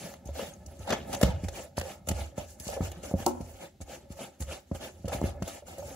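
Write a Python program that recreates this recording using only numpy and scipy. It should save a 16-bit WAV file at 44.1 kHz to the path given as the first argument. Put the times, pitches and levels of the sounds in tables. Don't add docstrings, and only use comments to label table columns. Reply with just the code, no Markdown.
import sys
import numpy as np
from scipy import signal
from scipy.fft import rfft, irfft
from scipy.io import wavfile

SR = 44100
rng = np.random.default_rng(int(sys.argv[2]) if len(sys.argv) > 2 else 0)


def ratio_of_db(decibels):
    return 10 ** (np.asarray(decibels, float) / 20)


def pcm_store(signal):
    levels = np.round(np.clip(np.atleast_2d(signal), -1, 1) * 32767)
    wavfile.write(sys.argv[1], SR, levels.astype(np.int16).T)


N = 262395


def rms_one(x):
    return x / np.sqrt(np.mean(x ** 2) + 1e-20)


def at_hz(points):
    hz = np.maximum(np.arange(N // 2 + 1) * SR / N, 1)
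    corner_hz, value = np.array(points).T
    return np.interp(np.log(hz), np.log(np.maximum(corner_hz, 10)), value)


def colour(x, points):
    gain = rms_one(ratio_of_db(at_hz(points)))
    size = at_hz([(500, 0), (16000, 19.9)]).astype(int)
    late = rng.integers(0, SR, 20)[size] * np.arange(N // 2 + 1) / N
    return irfft(rfft(x) * gain * np.exp(-2j * np.pi * late), N)


def drift(rate):
    r = np.exp(-80 * np.pi * rate / SR)
    slow = signal.lfilter([1], [1, -2 * r, r * r], rng.standard_normal(N // 40 + 2002))[2000:]
    return np.interp(np.arange(N) / 40, np.arange(len(slow)), rms_one(slow))


def ring(force, hz, t60):
    r, w = ratio_of_db(-60 / (t60 * SR)), 2 * np.pi * hz / SR
    return signal.lfilter([0, np.sin(w)], [1, -2 * r * np.cos(w), r * r], force + 1e-18)


def grit(per_s, spread_db, alike):
    sizes = ratio_of_db(spread_db * np.minimum(rng.exponential(1, (2, N)), 4))
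    sizes *= rng.choice([-1, 1], (2, N))
    mid, side = rms_one(sizes * (rng.random((2, N)) < per_s / SR))
    alike = np.clip(alike, 0, 1)
    return (np.sqrt(1 + alike) * mid + np.sqrt(1 - alike) * side * [[1], [-1]]) / np.sqrt(2)


def faster(modes, share):
    return [(hz, db, t60 * share) for hz, db, t60 in modes]


def rubbed(force, modes):
    flare_db, flares_per_s = 2.5, 12
    total = 0
    for k, (hz, level_db, t60) in enumerate(modes):
        level = ratio_of_db(level_db + flare_db * drift(flares_per_s))
        total = total + level * ring(force, hz, t60) * (-1) ** k
    return rms_one(total)


def strike(events, modes, vary_db, damping, width, press_s, detune=0):
    rows = np.array(events)
    at = np.round(rows[:, 0] * SR).astype(int)
    hard = rows[:, 2] if rows.shape[1] > 2 else np.zeros(len(at))
    share = rows[:, 3] if rows.shape[1] > 3 else np.ones(len(at))
    luck, side, load = np.moveaxis(rng.standard_normal((len(at), 3, len(modes))), 1, 0)
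    hz, level_db, t60 = np.transpose(modes)[:, :, None]
    t, out = np.arange(SR // 4) / SR, np.zeros((2, N + SR))
    press = (1 - np.exp(-t / press_s)) ** 2
    for i, start in enumerate(at):
        tilt_db = hard[i] * np.log2(hz / modes[1][0])
        height = ratio_of_db(rows[i, 1] + level_db + tilt_db + vary_db * luck[i, :, None])
        decay = ratio_of_db(-60 * t / (t60 * damping * max(share[i], .05)))
        tone = np.sin(2 * np.pi * hz * (1 + detune * load[i, :, None]) * t)
        lean = width * side[i] * np.minimum(hz[:, 0] / 300, 1)
        out[:, start:start + len(t)] += np.array([1 + lean, 1 - lean]) @ (height * decay * tone * press)
    return out[:, :N]


def soft(x, contact_hz):
    return signal.sosfilt(signal.butter(3, contact_hz, fs=SR, output="sos"), x)


# (f/Hz, density/dB per Hz)
ROOM_TONE = [(30, -22), (70, -31), (200, -66), (550, -56), (1100, -6), (4000, -2), (7000, -8.5),
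             (16000, -13)]


def room_tone():
    return ratio_of_db(-74.5) * colour(grit(40000, spread_db=.1, alike=.6), ROOM_TONE)


# (t/s, fade/ms, coarse level/dB, fine level/dB)
SWEEPS = [(0.039, 88, -46, -47), (0.294, 38, -59.5, -60), (0.404, 55, -40.5, -42), (0.829, 46, -53, -55),
          (0.921, 52, -36, -60), (1.139, 61, -48, -46.5), (1.251, 43.5, -36.5, -43.5),
          (1.444, 62, -55, -55.5), (1.572, 50.4, -43.5, -44.5), (1.886, 60.4, -45.5, -47.5),
          (2.102, 27, -45, -44), (2.194, 76, -45, -49), (2.508, 41, -88, -51.5), (2.682, 66, -48.5, -42),
          (2.85, 42, -43, -45.5), (3.206, 48, -47.5, -47), (3.35, 58, -64, -59), (3.63, 44.6, -48.5, -52.5),
          (3.927, 50, -46, -48), (4.02, 50, -65.5, -70), (4.121, 23, -53.5, -52.5), (4.33, 51, -63.5, -70),
          (4.46, 25, -64, -59), (4.63, 36, -68, -71), (4.221, 51, -44, -46), (4.53, 49, -42.5, -45.5),
          (4.844, 42.6, -40.5, -45), (4.968, 430, -67, -65), (5.263, 46.5, -42, -49),
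          (5.491, 58, -46.5, -48), (5.558, 40, -50.5, -50), (5.895, 81, -51, -49)]
# (t/s, fade/ms, coarse level/dB, fine level/dB)
DIGS = [(0.108, 59, -57.5, -68), (0.468, 43, -46, -49.5), (0.538, 42, -63, -59), (0.6, 74, -73, -66),
        (0.687, 230, -64, -61), (0.978, 80, -47.5, -58.5), (1.28, 82, -44.5, -58),
        (1.628, 46, -53.5, -53.5), (1.788, 51, -44.5, -49.5), (2.387, 60, -46, -49.5),
        (2.495, 37, -61.5, -67), (2.73, 49, -44.5, -47.5), (2.925, 160, -54.5, -60.5),
        (3.049, 37, -46.5, -44.5), (3.096, 37, -51.5, -50.5), (3.278, 36, -48.5, -42),
        (3.415, 96, -58.5, -56), (3.5, 130, -59, -57), (3.56, 50, -60.5, -65), (4.421, 24, -51, -44.5),
        (4.756, 35, -55, -52), (5.133, 47, -40, -41.5), (5.682, 72, -50.5, -50.5), (5.736, 83, -54, -58),
        (5.795, 45, -55, -52.5)]


def drags():
    swell_share, dig_ms = 0.82, 16.8
    fine, coarse = np.zeros((2, N))
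    clock = np.arange(N) / SR
    moves = [(swell_share * row[1], *row) for row in SWEEPS] + [(dig_ms, *row) for row in DIGS]
    for swell_ms, s, fade_ms, coarse_db, fine_db in moves:
        near = slice(max(round((s - .3) * SR), 0), round((s + .4) * SR))
        span_ms = np.where(clock[near] < s, swell_ms, fade_ms)
        away = np.abs(clock[near] - s) * 1000 / span_ms
        fine[near] += ratio_of_db(2 * (fine_db - 8 * away ** 1.8))
        coarse[near] += ratio_of_db(2 * (coarse_db - 9 * away ** 1.8))
    return fine, coarse


# (t/s, level/dB, coarse share/dB)
SNAPS = [(0.1373, -35, -0.5), (0.271, -34, -19), (1.1464, -16.5, -7.5), (1.783, -15.5, -30),
         (1.7984, -48, -9), (1.811, -24.5, 1.5), (2.7694, -50, -6.5), (3.262, -11, -31), (3.8044, -51, 1),
         (4.421, -26, -7.5), (5.212, -32, -15)]
# (t/s, level/dB, coarse share/dB)
SKIDS = [(0.253, -40.5, -18), (0.3501, -39.5, -3), (0.87, -35, -6), (0.9213, -41.5, 19),
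         (1.1276, -23.5, -6.5), (1.437, -35.5, -6.5), (1.7683, -29, -7), (2.6, -30.5, -22),
         (3.03, -33, -11), (3.81, -32.5, -14), (4.746, -32.5, -11), (5.0534, -40, -7), (5.091, -37, -6),
         (5.1248, -40.5, 8), (5.1327, -25, -25), (5.475, -30.5, -8.5)]
# (t/s, level/dB, coarse share/dB)
CRUNCHES = [(0.6603, -32.5, -36), (0.79, -38, -29), (0.891, -25, -7), (0.9032, -24.5, 4.5),
            (1.2118, -16, -9.5), (1.2284, -10.5, -5.5), (1.483, -24, -6.5), (2.0703, -30.5, -8.5),
            (2.086, -12.5, -9.5), (2.111, -23, -4.5), (2.377, -32, -26), (2.6664, -28.5, -10),
            (2.915, -31, -7.5), (3.4092, -37, -15), (4.119, -36.5, -31), (4.404, -26, -16.5),
            (4.714, -45.5, -4), (5.08, -23, -13), (5.4219, -27, -7), (5.7818, -30.5, -41)]


def bites():
    fine, coarse = np.zeros((2, N))
    t = np.arange(4096) / SR
    for length_ms, table in [(5.4, SNAPS), (7.9, CRUNCHES), (19, SKIDS)]:
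        shape = (1 - np.exp(-t / .002)) * np.exp(-(t * 1000 / length_ms) ** 1.6)
        for s, peak_db, coarse_db in table:
            at = round(s * SR)
            fine[at:at + 4096] += (ratio_of_db(peak_db - 10.5) * shape)[:N - at] ** 2
            coarse[at:at + 4096] += (ratio_of_db(peak_db + coarse_db - 3.0) * shape)[:N - at] ** 2
    return fine, coarse


def from_blade(x, swing):
    lag = swing * drift(4.63)
    return np.array([x[0], np.interp(np.arange(N) + lag, np.arange(N), x[1])])


def patchy(x, low_hz, high_hz, depth_db, rate):
    place = at_hz([(low_hz, 0), (high_hz, 11)])
    spectrum, total = rfft(x), 0
    for k in range(12):
        part = irfft(spectrum * np.sqrt(np.clip(1 - abs(place - k), 0, 1)), N)
        total = total + part * ratio_of_db(depth_db * drift(rate))
    return total / np.sqrt(2)


# (f/Hz, density/dB per Hz)
FINE = [(3000, -23), (4200, -7), (5500, -3.5), (6400, -1.5), (7500, -2), (10500, -0.5), (12500, -9),
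        (16000, 1)]
# (f/Hz, density/dB per Hz)
COARSE = [(700, 5.5), (1100, -2), (1600, -1), (2200, -1), (3000, -0.5), (4000, -3.5), (6500, -20)]


def hiss(slip, fine_height, coarse_height):
    fine = colour(from_blade(grit(20000, spread_db=2.5, alike=0.22), swing=4.98), FINE)
    coarse = colour(from_blade(grit(8000, spread_db=5.5, alike=0.94), swing=6.28), COARSE)
    both = fine * fine_height * ratio_of_db(.5 * slip)
    both += coarse * coarse_height * ratio_of_db(-2.0 + 0.3 * slip)
    return patchy(both, 1040, 12770, depth_db=3.0, rate=28.6)


# (f/Hz, level/dB, t60/s)
GLAZE = [(1694, -18, 0.11), (1860, -27, 0.054), (2207, -3, 0.11), (2570, -40, 0.062), (2830, 16.5, 0.04),
         (3350, 12, 0.0044), (4410, 23, 0.015), (5550, 27.5, 0.0056), (6380, 18, 0.046), (6460, 13, 0.014),
         (7060, -27, 0.012), (7430, 11, 0.024), (10000, -11, 0.0098)]


def glaze(fine_height, coarse_height):
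    sing = rubbed(grit(3000, spread_db=2.5, alike=0.17), faster(GLAZE, 0.44))
    return sing * np.hypot(fine_height, coarse_height) * ratio_of_db(-14.5)


# (f/Hz, level/dB, t60/s)
BOWL = [(428, -4, 0.03), (523.5, 0, 0.096), (559.8, -2, 0.22), (609.8, -3.5, 0.17), (671, -6, 0.17),
        (776.4, -1, 0.076), (868, -5, 0.081), (950, -12.5, 0.089), (1285, -10.5, 0.075),
        (1436, -12.5, 0.035), (1710, -13, 0.084), (2135, -12, 0.042), (2593, -20.5, 0.048)]


def drone(slip, drone_db, rock, coarse_height):
    shake_top = ratio_of_db(-34)
    body = rubbed(grit(1200, spread_db=4.0, alike=0.66) * ratio_of_db(1.9 * slip), faster(BOWL, 0.75))
    shake = shake_top * np.tanh(ratio_of_db(-0.5) / shake_top * coarse_height)
    return body * np.hypot(ratio_of_db(drone_db - 10.5) + ratio_of_db(-12) * rock, shake)


# (f/Hz, level/dB, t60/s)
COUNTER = [(56, -15.5, 0.21), (70.4, -14, 0.46), (87, -5, 0.17), (120.8, -9, 0.094), (129.5, -6, 0.1),
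           (185.3, 2, 0.062), (202.5, 5.5, 0.03), (272, -7, 0.064), (352, -9, 0.053)]


def rumble(slip, drone_db, rock, coarse_height):
    body = rubbed(grit(900, spread_db=2.5, alike=0.98) * ratio_of_db(0.49 * slip), COUNTER)
    steady_db = -56.5 + 0.67 * (drone_db - drone_db.mean())
    grating = signal.sosfilt(signal.butter(2, 120, "high", fs=SR, output="sos"), body)
    rocked = soft(body, contact_hz=156) * rock * ratio_of_db(5.0)
    return body * ratio_of_db(steady_db) + rocked + grating * ratio_of_db(-4.5) * coarse_height


# (t/s, level/dB)
PRESSURE = [(0.0, -53.5), (0.78, -47), (1.11, -36.5), (1.82, -61.5), (2.3, -47), (2.45, -57), (2.65, -56),
            (2.85, -48), (3.26, -41), (3.68, -64), (3.88, -59.5), (4.04, -54.5), (4.61, -66), (5.09, -50.5),
            (5.24, -34), (5.58, -67.5), (5.8, -43.5), (5.95, -43)]


def stirring():
    s, level_db = np.transpose(PRESSURE)
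    drone_db = np.interp(np.arange(N) / SR, s, level_db)
    rock, slip = rocking(), drift(11.3)
    fine_height, coarse_height = np.sqrt(np.add(drags(), bites()))
    air = hiss(slip, fine_height, coarse_height) + glaze(fine_height, coarse_height)
    return air + drone(slip, drone_db, rock, coarse_height) + rumble(slip, drone_db, rock, coarse_height)


# (t/s, level/dB)
CHINKS = [(0.256, -51), (0.272, -50), (0.535, -50), (0.661, -48), (0.79, -52), (2.378, -45.5), (2.6, -50),
          (2.62, -42), (3.815, -53), (5.785, -51.5), (5.8, -49)]
# (f/Hz, level/dB, t60/s)
CHINK = [(6290, 0, 0.029), (6530, -3.5, 0.043), (7700, -22, 0.012), (10900, 0, 0.024)]


def chinks():
    return strike(CHINKS, CHINK, vary_db=5.0, damping=0.77, width=0.53, press_s=0.0014)


# (t/s, level/dB, hardness/dB, rebound/dB)
THUDS = [(0.257, -14.5, -15, -23), (0.666, -23.5, -12, -8), (0.797, -22.5, -14, -30),
         (1.094, -31, 4.5, -32), (1.231, -0.5, -2.5, -30), (1.434, -15, -6, -2), (1.778, -17.5, -4, -30),
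         (2.075, -17.5, -11, -32.5), (2.203, -19.5, -25, 3), (2.103, -13.5, -5, 2.5), (2.379, -22, 1, -32),
         (2.602, -28, -5.5, -28), (2.667, -18.5, -7.5, -33), (2.805, -12, -1, -14),
         (2.828, -22, -2.5, -31.5), (3.032, -29, -8, -34), (3.138, -15, 2, -11), (3.201, -35, 7.5, -28),
         (3.404, -22, -1.5, -32), (3.802, -27, -7.5, 4.5), (4.103, -26.5, -0.5, -23),
         (4.402, -15.5, -11.5, 3), (4.714, -18, 1, -29), (4.748, -48, 12.5, -30.5), (5.044, -14.5, -4, -7),
         (5.147, -14, -6.5, -30), (5.2153, -25, -2, -37), (5.225, -19, -3, -38), (5.239, -18, 2, -30.5),
         (5.42, -18.5, 0, -15), (5.783, -40, -1, -30)]


def thuds():
    rebound_s = 0.01093
    jolts = []
    for s, db, hard, again_db in THUDS:
        jolts += [(s, db, hard), (s + rebound_s, db + again_db, hard)]
    jolts = [row for row in jolts if row[1] > -50]
    stone = strike(jolts, COUNTER, vary_db=2.0, damping=.8, width=0.39, press_s=0.0005)
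    return soft(ratio_of_db(-14) * stone, contact_hz=450)


def rocking():
    level_db, t60_s, rise_s = -27, .55, .02
    grid = np.arange(0, N, 64)
    s, peak_db = np.transpose([row[:2] for row in THUDS + RAP])
    since = np.maximum(grid / SR - s[:, None], 0)
    power = ratio_of_db(2 * (peak_db[:, None] + level_db - 60 * since / t60_s)) * (1 - np.exp(-since / rise_s))
    return np.interp(np.arange(N), grid, np.sqrt(power.sum(axis=0)))


# (t/s, level/dB, brightness/dB, ring share left by powder and hand/1)
KNOCKS = [(0.29, -29.5, -1, 0.54), (0.3925, -20.5, 8, 0.21), (0.431, -25.5, -7, 0.42),
          (0.875, -30, 8, 0.75), (0.9045, -36, 4, 0.12), (0.92, -20, -2, 0.5), (0.929, -21.5, 18.5, 0.24),
          (0.94, -40, -4, 0.3), (1.131, -55, -1, 0.39), (1.2125, -19.5, 10, 0.23), (1.2316, -4.5, 5, 0.23),
          (1.778, -14.5, 6.5, 0.22), (1.811, -35, 10, 0.25), (1.83, -29, -15, 0.52),
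          (1.852, -29, -21, 0.56), (2.074, -27, -5, 0.38), (2.088, -29.5, -7, 0.47), (2.377, -28, -1, 1),
          (2.686, -29, 1, 0.91), (2.728, -28, -3, 0.88), (2.766, -22, -3, 0.27), (2.773, -21, -6, 0.76),
          (2.807, -28, 6.5, 0.53), (3.036, -29, -21, 1), (3.111, -26, -3, 0.54), (3.139, -14, -26, 0.31),
          (3.406, -29, -9, 0.61), (4.713, -24, -0.5, 0.3), (5.045, -27.5, -12, 0.54), (5.077, -26, -6, 0.8),
          (5.09, -31.5, 3, 1), (5.118, -28.5, 8, 0.93), (5.134, -21, 3, 0.34), (5.143, -30, 6, 0.17),
          (5.214, -19, -2, 0.093), (5.25, -37, 2, 0.45), (5.283, -27, -21, 0.43), (5.622, -39, -6, 0.95),
          (5.781, -33, -6, 0.97), (5.792, -37, -2, 0.77), (5.822, -32.5, -2, 0.92), (5.842, -45, -6, 0.54)]


def knocks():
    wall = strike(KNOCKS, BOWL, vary_db=3.0, damping=0.77, width=0.34, press_s=0.0012, detune=0.031)
    return soft(ratio_of_db(-8.0) * wall, contact_hz=1350)


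# (t/s, level/dB, contact/ms)
SLAPS = [(0.29, -30, 1.94), (0.9033, -19, 0.68), (3.264, -21, 0.97), (1.779, -26, 0.57),
         (3.1118, -25, 1.24), (3.8045, -44, 1.3), (4.4043, -52, 0.8), (5.2158, -19, 1.32),
         (5.2269, -24, 2.1), (5.2404, -21, 1.9), (5.4236, -25.5, 0.73)]


def slaps():
    out, t = np.zeros(N), np.arange(256) / SR
    for s, peak_db, contact_ms in SLAPS:
        at = round(s * SR)
        phase = np.minimum(t * 1000 / contact_ms, 1)
        out[at:at + 256] += ratio_of_db(peak_db) * np.sin(np.pi * phase) ** 2
    return out


# (t/s, level/dB, length/ms, top f/Hz)
TICKS = [(0.7692, -48, 4, 12000), (0.9053, -21, 2.3, 8000), (0.93, -36, 3, 6000), (1.2278, -20, 3.4, 14000),
         (1.798, -25, 1.8, 12960), (1.8134, -33, 1.3, 12960), (2.4873, -49, 6, 12000),
         (2.599, -28, 3.2, 13800), (2.6528, -43, 1.5, 12000), (2.6792, -23.5, 5.7, 9000),
         (2.701, -25, 1.5, 14000), (2.7145, -32, 1.4, 14000), (2.735, -31, 2, 9000),
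         (2.741, -28, 1.4, 12100), (2.826, -47, 4.6, 7407), (3.114, -40, 3, 12960),
         (3.2631, -12.5, 3.5, 9100), (3.801, -65, 2.7, 12000), (4.1134, -51, 4, 11110),
         (5.122, -37, 3, 11110)]


def ticks():
    low_hz = 2920
    out, t = np.zeros((2, N)), np.arange(2048) / SR
    for s, peak_db, length_ms, top_hz in TICKS:
        at = round(s * SR)
        mid, side = rng.standard_normal((2, 2048))
        burst = (mid + side * [[1], [-1]]) * np.exp(-(t * 1000 / length_ms) ** 2)
        band = signal.butter(3, [low_hz, top_hz], "band", fs=SR, output="sos")
        out[:, at:at + 2048] += ratio_of_db(peak_db - 12) * signal.sosfilt(band, burst)
    return out


# (t/s, level/dB)
RAP = [
    (3.264, -16.5),
]
# (f/Hz, level/dB, t60/s)
RIM = [(242.5, -12, 0.81), (308, -9, 0.4), (343, -14, 0.22), (353.5, 0, 0.32), (474, -5.5, 0.11),
       (570, 0, 0.11), (584, -23, 0.3), (767, 8.5, 0.058), (806, -0.5, 0.13), (850, -12, 0.46),
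       (911, -16, 0.3), (921, 3.5, 0.087), (1097, -6, 0.09), (1320, -10, 0.12)]


def rap():
    chatter_db, chatter_t60_s = -31.5, .45
    blow = strike(RAP, RIM, vary_db=0, damping=.7, width=.25, press_s=.001)
    since = np.arange(N) / SR - RAP[0][0]
    fading = (since > 0) * ratio_of_db(-60 * abs(since) / chatter_t60_s)
    chatter = rubbed(grit(690, spread_db=5.5, alike=0.11), faster(RIM, 1 / 3))
    blow += ratio_of_db(chatter_db + 7.5) * fading * chatter
    return soft(ratio_of_db(-7.5) * blow, contact_hz=1560)


def kitchen(x):
    t60_s, wall_cut_hz = .3, 7000
    out, dull = np.zeros((2, N)), np.exp(-2 * np.pi * wall_cut_hz / SR)
    lags = (rng.uniform(0.0064, 0.034, 16) * SR).astype(int)
    for k, lag in enumerate(lags):
        loop, gain, state = x.copy(), ratio_of_db(-60 * lag / SR / t60_s), [0.]
        for i in range(lag, N, lag):
            back, state = signal.lfilter([gain * (1 - dull)], [1, -dull], loop[i - lag:i], zi=state)
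            loop[i:i + lag] += back[:N - i]
        out[k % 2] += (loop - x) * (-1) ** (k // 2)
    return out


def scene():
    near = stirring() + chinks() + thuds() + knocks() + slaps() + ticks() + rap()
    airborne = signal.sosfilt(signal.butter(2, 200, "high", fs=SR, output="sos"), near.mean(axis=0))
    return near + ratio_of_db(-21) * kitchen(airborne) + room_tone()


def top_cut(x):
    return signal.sosfilt(signal.butter(12, 16660, fs=SR, output="sos"), x)


# (f/Hz, left level/dB, right level/dB)
PORTS = [(93, 3, 3.5), (4800, 0.5, 0.5), (7280, 7.5, 3), (8470, -2, 2), (8900, -20, -5), (9870, -19, 5),
         (9900, -8.5, 6), (13100, -1, 5.5), (15700, -13, 2.5), (15700, -44, -47)]


def record(dry):
    hz, left_db, right_db = np.transpose(PORTS)
    response = ratio_of_db(np.array([at_hz(np.c_[hz, left_db]), at_hz(np.c_[hz, right_db])]))
    ports = irfft(rfft(dry) * response, N)
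    mix = signal.sosfilt(signal.butter(7, 52, "high", fs=SR, output="sos"), ports)
    return top_cut(mix)


dry = scene()
out = record(dry)
pcm_store(out)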